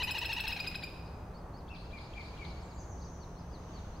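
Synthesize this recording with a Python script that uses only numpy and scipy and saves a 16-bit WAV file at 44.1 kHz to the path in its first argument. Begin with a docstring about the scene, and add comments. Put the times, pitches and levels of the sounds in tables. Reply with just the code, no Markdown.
"""A wooded pond over distant rumble, soft hiss and a faint hum; banks and trees echo every call.
First a little grebe trills: low nasal arches (pulses ringing its throat) alternate with shrill pips
and fade within a second; the water plips at 0.6 s. Thin peeps follow from 1 s. From 1.7 s a farther
bird slurs four notes, stirred water washes softly and a high song starts in the trees.
The rumble swells briefly near the end."""
import sys
import numpy as np
from scipy import signal
from scipy.fft import rfft, irfft
from scipy.io import wavfile
from scipy.ndimage import uniform_filter1d

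SR = 44100
rng = np.random.default_rng(int(sys.argv[2]) if len(sys.argv) > 2 else 0)


def unload_audio(sound):
    """Save the sound as a 16-bit wav file, at the path given as the first command line argument."""
    columns = np.transpose(np.atleast_2d(sound))
    # keep every value between -1 and 1, then stretch to whole-number steps
    steps = np.round(np.clip(columns, -1, 1) * 32767)
    wavfile.write(sys.argv[1], SR, steps.astype(np.int16))


N = 176400
T = np.arange(N) / SR
TOP_HZ = 15750


def undb(db):
    """Decibels to gain."""
    return 10 ** (np.asarray(db) / 20)


def on_log(hz, points):
    """Table lookup over log frequency."""
    f, v = np.array(points, float).T
    return np.interp(np.log(np.maximum(hz, 1)), np.log(f), v)


def on_time(points):
    """Table lookup over scene time."""
    return np.interp(T, *np.array(points).T)


def walk(rate_hz, size=N):
    """Smooth random drift, spread near 1."""
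    k = max(int(SR / rate_hz), 1)
    steps = np.repeat(rng.standard_normal(size // k + 2), k)
    return np.sqrt(2) * uniform_filter1d(uniform_filter1d(steps, k), k)[:size]


def colour(x, spectrum):
    """Filter by a table of f/Hz, gain/dB."""
    size = x.shape[-1]
    return irfft(rfft(x) * undb(on_log(np.fft.rfftfreq(size, 1 / SR), spectrum)), size)


def noise(spectrum):
    """Coloured noise, rms 1."""
    y = colour(rng.standard_normal(N), spectrum)
    return y / y.std()


def add(track, start_s, sound):
    """Mix a sound into the track."""
    i = int(start_s * SR)
    a, b = max(i, 0), min(i + len(sound), N)
    track[a:b] += sound[a - i:b - i]


def progress(length_s):
    """Ramp 0 to 1 over a note."""
    return np.linspace(0, 1, int(length_s * SR))


def envelope(u, attack, release):
    """Sine attack and release, in shares of the note."""
    rise = np.sin(np.pi / 2 * np.clip(u / attack, 0, 1))
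    return rise * np.sin(np.pi / 2 * np.clip((1 - u) / release, 0, 1))


def cycles(hz, jitter):
    """Phase/rad of a tone with relative pitch jitter."""
    return 2 * np.pi * np.cumsum(hz * (1 + jitter * walk(1200, len(hz)))) / SR


def glide(u, turns):
    """Rounded pitch contour."""
    return uniform_filter1d(np.interp(u, *np.array(turns).T), size=len(u) // 6, mode="nearest")


def banks(x, wet_db, pan_db, width):
    """Direct sound, quick scatter off the near bank, long tail from banks and trees."""
    # decay of the wood: f/Hz, T60/s
    wood_t60 = [(500, 0.54), (2500, 1.21), (11000, 1.12), (16000, 0.9)]
    # echo colour: f/Hz, gain/dB
    echo_colour = [(7500, 0.1), (10500, 2.5)]
    early_s, early_db, onset_s = .029, -1.5, .006
    edges_hz = [0, 1000, 2000, 3500, 6000, 9000, 12000, SR / 2]
    t = T[:N // 2]
    hz = np.fft.rfftfreq(len(t), 1 / SR)
    white = rfft(rng.standard_normal((2, len(t))))
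    tail = 0
    for lo, hi in zip(edges_hz, edges_hz[1:]):
        band = irfft(white * ((hz >= lo) & (hz < hi)), len(t))
        tail += band * undb(-60 * t / on_log((lo + hi) / 2, wood_t60))
    tail *= (1 + undb(early_db) * np.exp(-t / early_s)) * np.clip(t / onset_s, 0, 1)
    mid, side = tail / np.sqrt((tail ** 2).sum(axis=1, keepdims=True))
    response = colour(np.array([mid + width * side, mid - width * side]), echo_colour)
    echo = signal.fftconvolve(x[None], response, axes=1)[:, :N]
    return x * undb(np.array([[pan_db], [-pan_db]]) / 2) + undb(wet_db) * echo


def air():
    """Steady distant rumble and hiss, wider in the treble."""
    # ambient spectrum: f/Hz, level/dB
    spectrum = [(15, -20), (25, -4.5), (70, .5), (170, -8), (223, -11.5), (476, -15), (911, -16.5),
                (1100, -19), (2550, -40), (4610, -47.5), (7920, -51.5), (16000, -55)]
    # side re mid: f/Hz, gain/dB
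    side_gain = [(60, -58), (250, -17), (1200, -6.5), (15000, -2.5)]
    mid = noise(spectrum)
    side = colour(noise(spectrum), side_gain)
    return undb(-45.5 + .5 * walk(6)) * np.array([mid + side, mid - side])


def hum():
    """Faint wavering low tone."""
    # hum level: t/s, level/dB
    levels = [(0, -65), (.7, -54), (4, -56.5)]
    gain = undb(on_time(levels) + 2.94 * walk(9.8))
    hz = 171.6 * (1 + .01198 * walk(12))
    return gain * np.sin(cycles(hz, jitter=.0081))


def rumble():
    """Low noise that swells near the end."""
    # rumble spectrum: f/Hz, level/dB
    spectrum = [(20, -9.5), (60, -3), (120, -14.5), (1000, -76)]
    # swell: t/s, level/dB
    levels = [(0, -54.5), (3.72, -55), (3.86, -43), (4, -59)]
    return noise(spectrum) * undb(on_time(levels))


def wash():
    """Stirred water: slow swells of wide noise."""
    # water spectrum: f/Hz, level/dB
    spectrum = [(1500, -8.5), (2800, -2.5), (5500, -9), (16000, -49)]
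    # swells: t/s, level/dB
    levels = [(1.5, -87), (1.8, -68.5), (2.45, -60.5), (2.9, -75.5), (3.6, -69.5), (3.78, -62.5), (4, -69)]
    return np.array([noise(spectrum), noise(spectrum)]) * undb(on_time(levels))


def plip():
    """Quick falling plip on the water."""
    start_s, length_s, from_hz, to_hz = .6, .0091, 1950, 736
    out, u = np.zeros(N), progress(length_s)
    hz = from_hz * (to_hz / from_hz) ** u
    add(out, start_s, undb(-45) * np.sin(np.pi * u) * np.sin(2 * np.pi * np.cumsum(hz) / SR))
    return out


def treetop_song():
    """High falling notes and a blurred warble, mostly echo."""
    # notes: t/s, length/s, from/Hz, to/Hz, level/dB
    high_notes = [(2.62, .044, 8100, 7000, -75), (2.738, .05, 7400, 6800, -67.5),
                  (2.782, 0.039, 6840, 5850, -59), (2.885, 0.06, 6900, 5440, -62.5),
                  (3.01, 0.066, 6640, 5330, -64), (3.2, 0.058, 6200, 5200, -70)]
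    # warble: t/s, f/Hz, level/dB
    far_song = [(1.7, 6110, -85), (2.0, 6700, -81), (2.9, 6484, -74.5), (3.12, 6110, -68),
                (3.35, 5880, -79.5), (3.7, 6250, -71.5), (4, 6270, -77)]
    notes = np.zeros(N)
    for start_s, length_s, from_hz, to_hz, db in high_notes:
        u = progress(length_s)
        phase = cycles(from_hz + (to_hz - from_hz) * u, jitter=.022)
        add(notes, start_s, undb(db) * envelope(u, .3, .37) * np.sin(phase))
    times_s, hz, db = np.array(far_song).T
    warble_hz = np.interp(T, times_s, hz) * (1 + .028 * walk(150))
    warble = undb(np.interp(T, times_s, db)) * np.sin(cycles(warble_hz, jitter=.032))
    return (banks(notes, wet_db=2.5, pan_db=-1, width=.64)
            + banks(warble, wet_db=4, pan_db=8, width=.86))


def hoarse(hz):
    """Tone broken up by fast, irregular flutter."""
    return walk(700, len(hz)) * np.sin(cycles(hz, jitter=.06))


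def whistler():
    """Farther bird: slurs between a rising and a falling raspy flick, with a hoarse high ending."""
    # whistles: t/s, length/s, f/Hz, level/dB
    slurs = [(1.691, 0.074, 2710, -52), (1.92, 0.082, 2435, -52), (2.147, .078, 2415, -49.5),
             (2.385, 0.081, 2373, -50)]
    # pitch contour: share of note, pitch ratio
    contour = [(0, .96), (.28, 1.0), (.5, .96), (.72, .92), (1, .82)]
    clear, harsh = np.zeros(N), np.zeros(N)
    for start_s, length_s, hz, db in slurs:
        u = progress(length_s)
        phase = cycles(hz * glide(u, contour), jitter=.022)
        tone = np.sin(phase) + undb(-21) * np.sin(2 * phase)
        add(clear, start_s, undb(db + 2.3 * walk(160, len(u))) * envelope(u, .3, .55) * tone)
        u = progress(.0198)
        add(clear, start_s - .016, undb(db - 8.5) * envelope(u, .2, .17) * hoarse(2400 + 1800 * u))
        u = progress(.026)
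        add(clear, start_s + .058, undb(-57.5) * envelope(u, .26, .68) * hoarse(4400 - 1400 * u))
        u = progress(.099)
        ending = hoarse(4700 - 650 * u) + undb(-22) * hoarse(9500 - 1100 * u)
        add(harsh, start_s + .04, undb(-66.5) * envelope(u, .23, .23) * ending)
    return (banks(clear, wet_db=-4, pan_db=7, width=1.3)
            + banks(harsh, wet_db=6.5, pan_db=16.5, width=.69))


def peep(u, turns, db, attack):
    """Thin fluttering note, weaker at its highest."""
    fade_db_per_hz, full_hz = .012, 4900
    hz = glide(u, turns)
    thin_db = fade_db_per_hz * np.maximum(hz - full_hz, 0)
    phase = cycles(hz, jitter=.013)
    return undb(db - thin_db + 2 * walk(58, len(u))) * envelope(u, attack, .33) * np.sin(phase)


def peeps():
    """Begging peeps, double-humped or falling."""
    # humped peeps: t/s, length/s, first hump/Hz, second hump/Hz, level/dB
    humped = [(1.055, .085, 4550, 5030, -70), (1.326, .102, 4650, 5250, -67),
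              (1.523, 0.1, 4640, 5320, -64.5), (1.802, .08, 4700, 5250, -64), (2.002, .09, 4940, 5370, -64),
              (2.225, 0.099, 4800, 5200, -67), (2.552, .096, 4600, 5580, -63),
              (2.76, .1, 4970, 6200, -63.5), (2.996, .096, 4750, 5100, -65),
              (3.348, 0.087, 4400, 5340, -67), (3.575, 0.08, 4970, 6060, -67.5),
              (3.919, .1, 4380, 5350, -65.5)]
    # their turning points: share of note
    turn_shares = [0, .2, .37, .61, 1]
    # falling peeps: t/s, length/s, top/Hz, crest as share of note, level/dB
    falls = [(2.466, 0.068, 5650, .5, -58), (2.661, 0.083, 5290, 0.44, -60.5),
             (2.971, 0.072, 5900, 0.58, -59), (3.19, .064, 4800, .22, -61.5), (3.49, .09, 5200, 0.33, -63),
             (3.724, 0.078, 4650, 0.2, -60)]
    # their contour: start/Hz, shoulder/Hz, end/Hz
    fall_hz = (4090, 4340, 3480)
    out = np.zeros(N)
    for start_s, length_s, first_hz, second_hz, db in humped:
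        turns = list(zip(turn_shares, [.73 * first_hz, first_hz, .92 * first_hz, second_hz, 3370]))
        add(out, start_s, peep(progress(length_s), turns, db, attack=.3))
    start_hz, shoulder_hz, end_hz = fall_hz
    for start_s, length_s, top_hz, crest, db in falls:
        u, shoulder = progress(length_s), (1 + crest) / 2
        turns = [(0, start_hz), (crest, top_hz), (shoulder, shoulder_hz), (1, end_hz)]
        swell_db = -20 * np.clip(shoulder - u, 0, .5)
        add(out, start_s, peep(u, turns, db + swell_db, attack=.18))
    return banks(out, wet_db=-6.5, pan_db=4.5, width=.67)


def arch(length_s, top_hz):
    """Nasal rise and fall: syrinx pulses, third harmonic leading, ring the throat."""
    # throat resonances: f/Hz, gain/dB
    throat = [(850, -6.5), (1350, -10.5), (1800, -11.5), (2300, -7.5), (2780, -4), (3050, -8.5),
              (3500, -16), (3850, -8.5), (4200, -4), (4700, -21), (6300, -21.5), (7600, -38.5)]
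    sag, third_db = .2515, 5
    u = progress(length_s)
    hz = top_hz * (1 - sag * (2 * u - 1) ** 2)
    phase = cycles(hz, jitter=.012)
    pulses = sum((k * hz < TOP_HZ) * undb(third_db * (k == 3)) * np.cos(k * phase) for k in range(1, 20))
    cepstrum = irfft(np.log(undb(on_log(np.fft.rfftfreq(512, 1 / SR), throat))))
    ring = irfft(np.exp(rfft(np.r_[cepstrum[0], 2 * cepstrum[1:256]], 512)))  # minimum phase
    return -envelope(u, .3, .27) * signal.lfilter(ring, 1, pulses)


def rasp(length_s, pip_hz, breath):
    """Breathy upward scoop whose harmonics sweep the throat resonances."""
    # harmonics 1-7: level/dB
    harmonics = [-10, -7.5, -10, 3, -4.5, -3, -7]
    # throat resonances: f/Hz, gain/dB
    throat = [(1150, -13.5), (1600, 1.5), (2400, -6), (3150, -11), (3500, -2), (4100, 4), (4900, -17.5)]
    from_ratio, to_ratio, flutter_db = .14, .325, .5
    u = progress(length_s)
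    hz = pip_hz * (from_ratio + (to_ratio - from_ratio) * np.sin(np.pi / 2 * u))
    phase = cycles(hz, jitter=.0098)
    voice = sum(undb(db + on_log(k * hz, throat) + flutter_db * walk(370, len(u))) * np.sin(k * phase)
                for k, db in enumerate(harmonics, 1))
    return envelope(u, .82, .2) * (undb(-4.5) * voice + undb(-32) * breath[:len(u)])


def pip(length_s, hz, db, bright_db):
    """Shrill, slightly bowed tone; softer pips are more nasal."""
    # harmonics 2-6: level/dB re fundamental, slope/(dB per dB of pip level)
    overtones = [(-10.5, -1.3), (-23, -1.1), (-22, -0.63), (-19, 0.57), (-27.5, -1.2)]
    rise, bow, full_db = .008, .008, -30.5
    u = progress(length_s)
    bend = 1 + rise * (u - .5) + bow * (1 / 3 - (2 * u - 1) ** 2)
    phase = cycles(hz * bend, jitter=.0078)
    tone = np.cos(phase)
    for k, (base_db, slope) in enumerate(overtones, 2):
        overtone_db = base_db + slope * (db - full_db) + bright_db * (k > 2)
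        tone += undb(overtone_db + 1.46 * walk(100, len(u))) * np.cos(k * phase)
    return -undb(db) * envelope(u, .12, .45) * tone


def grebe():
    """Trill: each arch is followed by a rising rasp that breaks into a pip."""
    # nasal arches: t/s, length/s, top/Hz, level/dB
    arches = [(-.004, 0.031, 1010, -33.5), (.07, 0.032, 1001, -34.5), (0.144, .033, 963, -35),
              (0.211, .03, 993, -34), (.288, 0.035, 944, -35), (.362, .029, 983, -35),
              (.436, 0.026, 915, -36.5), (.486, 0.0283, 961, -37), (0.561, 0.021, 839, -38.5),
              (.638, 0.022, 792, -43), (0.71, .019, 738, -48)]
    # shrill pips: t/s, length/s, f/Hz, level/dB, boost of harmonics 3-6/dB
    pips = [(.03, 0.025, 2524, -31, -1), (.108, 0.02, 2554, -32.5, 1.5), (0.183, 0.015, 2600, -32.5, -1),
            (0.255, 0.013, 2606, -31.5, -3.5), (0.329, 0.014, 2640, -31, -3),
            (0.404, 0.011, 2642, -31, 2.5), (.478, .012, 2602, -31.5, 3.5), (.524, .014, 2535, -33, -5.5),
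            (0.6, 0.017, 2474, -35.5, -4), (0.672, .018, 2486, -36, -2), (.754, .011, 2524, -34.5, -5),
            (.835, .014, 2404, -37.5, -5)]
    # air in the rasp: f/Hz, level/dB
    breath_spectrum = [(2000, -8), (5000, 0), (9000, -1), (14500, -1)]
    rasp_s, overlap_s = .017, .003
    out, hiss = np.zeros(N), noise(breath_spectrum)
    for start_s, length_s, top_hz, db in arches:
        add(out, start_s, undb(db) * arch(length_s, top_hz))
    for start_s, length_s, hz, db, bright_db in pips:
        breath = hiss[int(start_s * SR):]
        add(out, start_s - rasp_s + overlap_s, undb(db) * rasp(rasp_s, hz, breath))
        add(out, start_s, pip(length_s, hz, db, bright_db))
    return banks(out, wet_db=-6.5, pan_db=2.2, width=.56)


def scene():
    """Water, birds and background in stereo."""
    return wash() + grebe() + peeps() + whistler() + treetop_song() + plip() + air() + hum() + rumble()


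def record(dry):
    """Steep low-pass at TOP_HZ."""
    return signal.sosfilt(signal.ellip(10, .1, 70, TOP_HZ, fs=SR, output="sos"), dry)


dry = scene()
out = record(dry)
unload_audio(out)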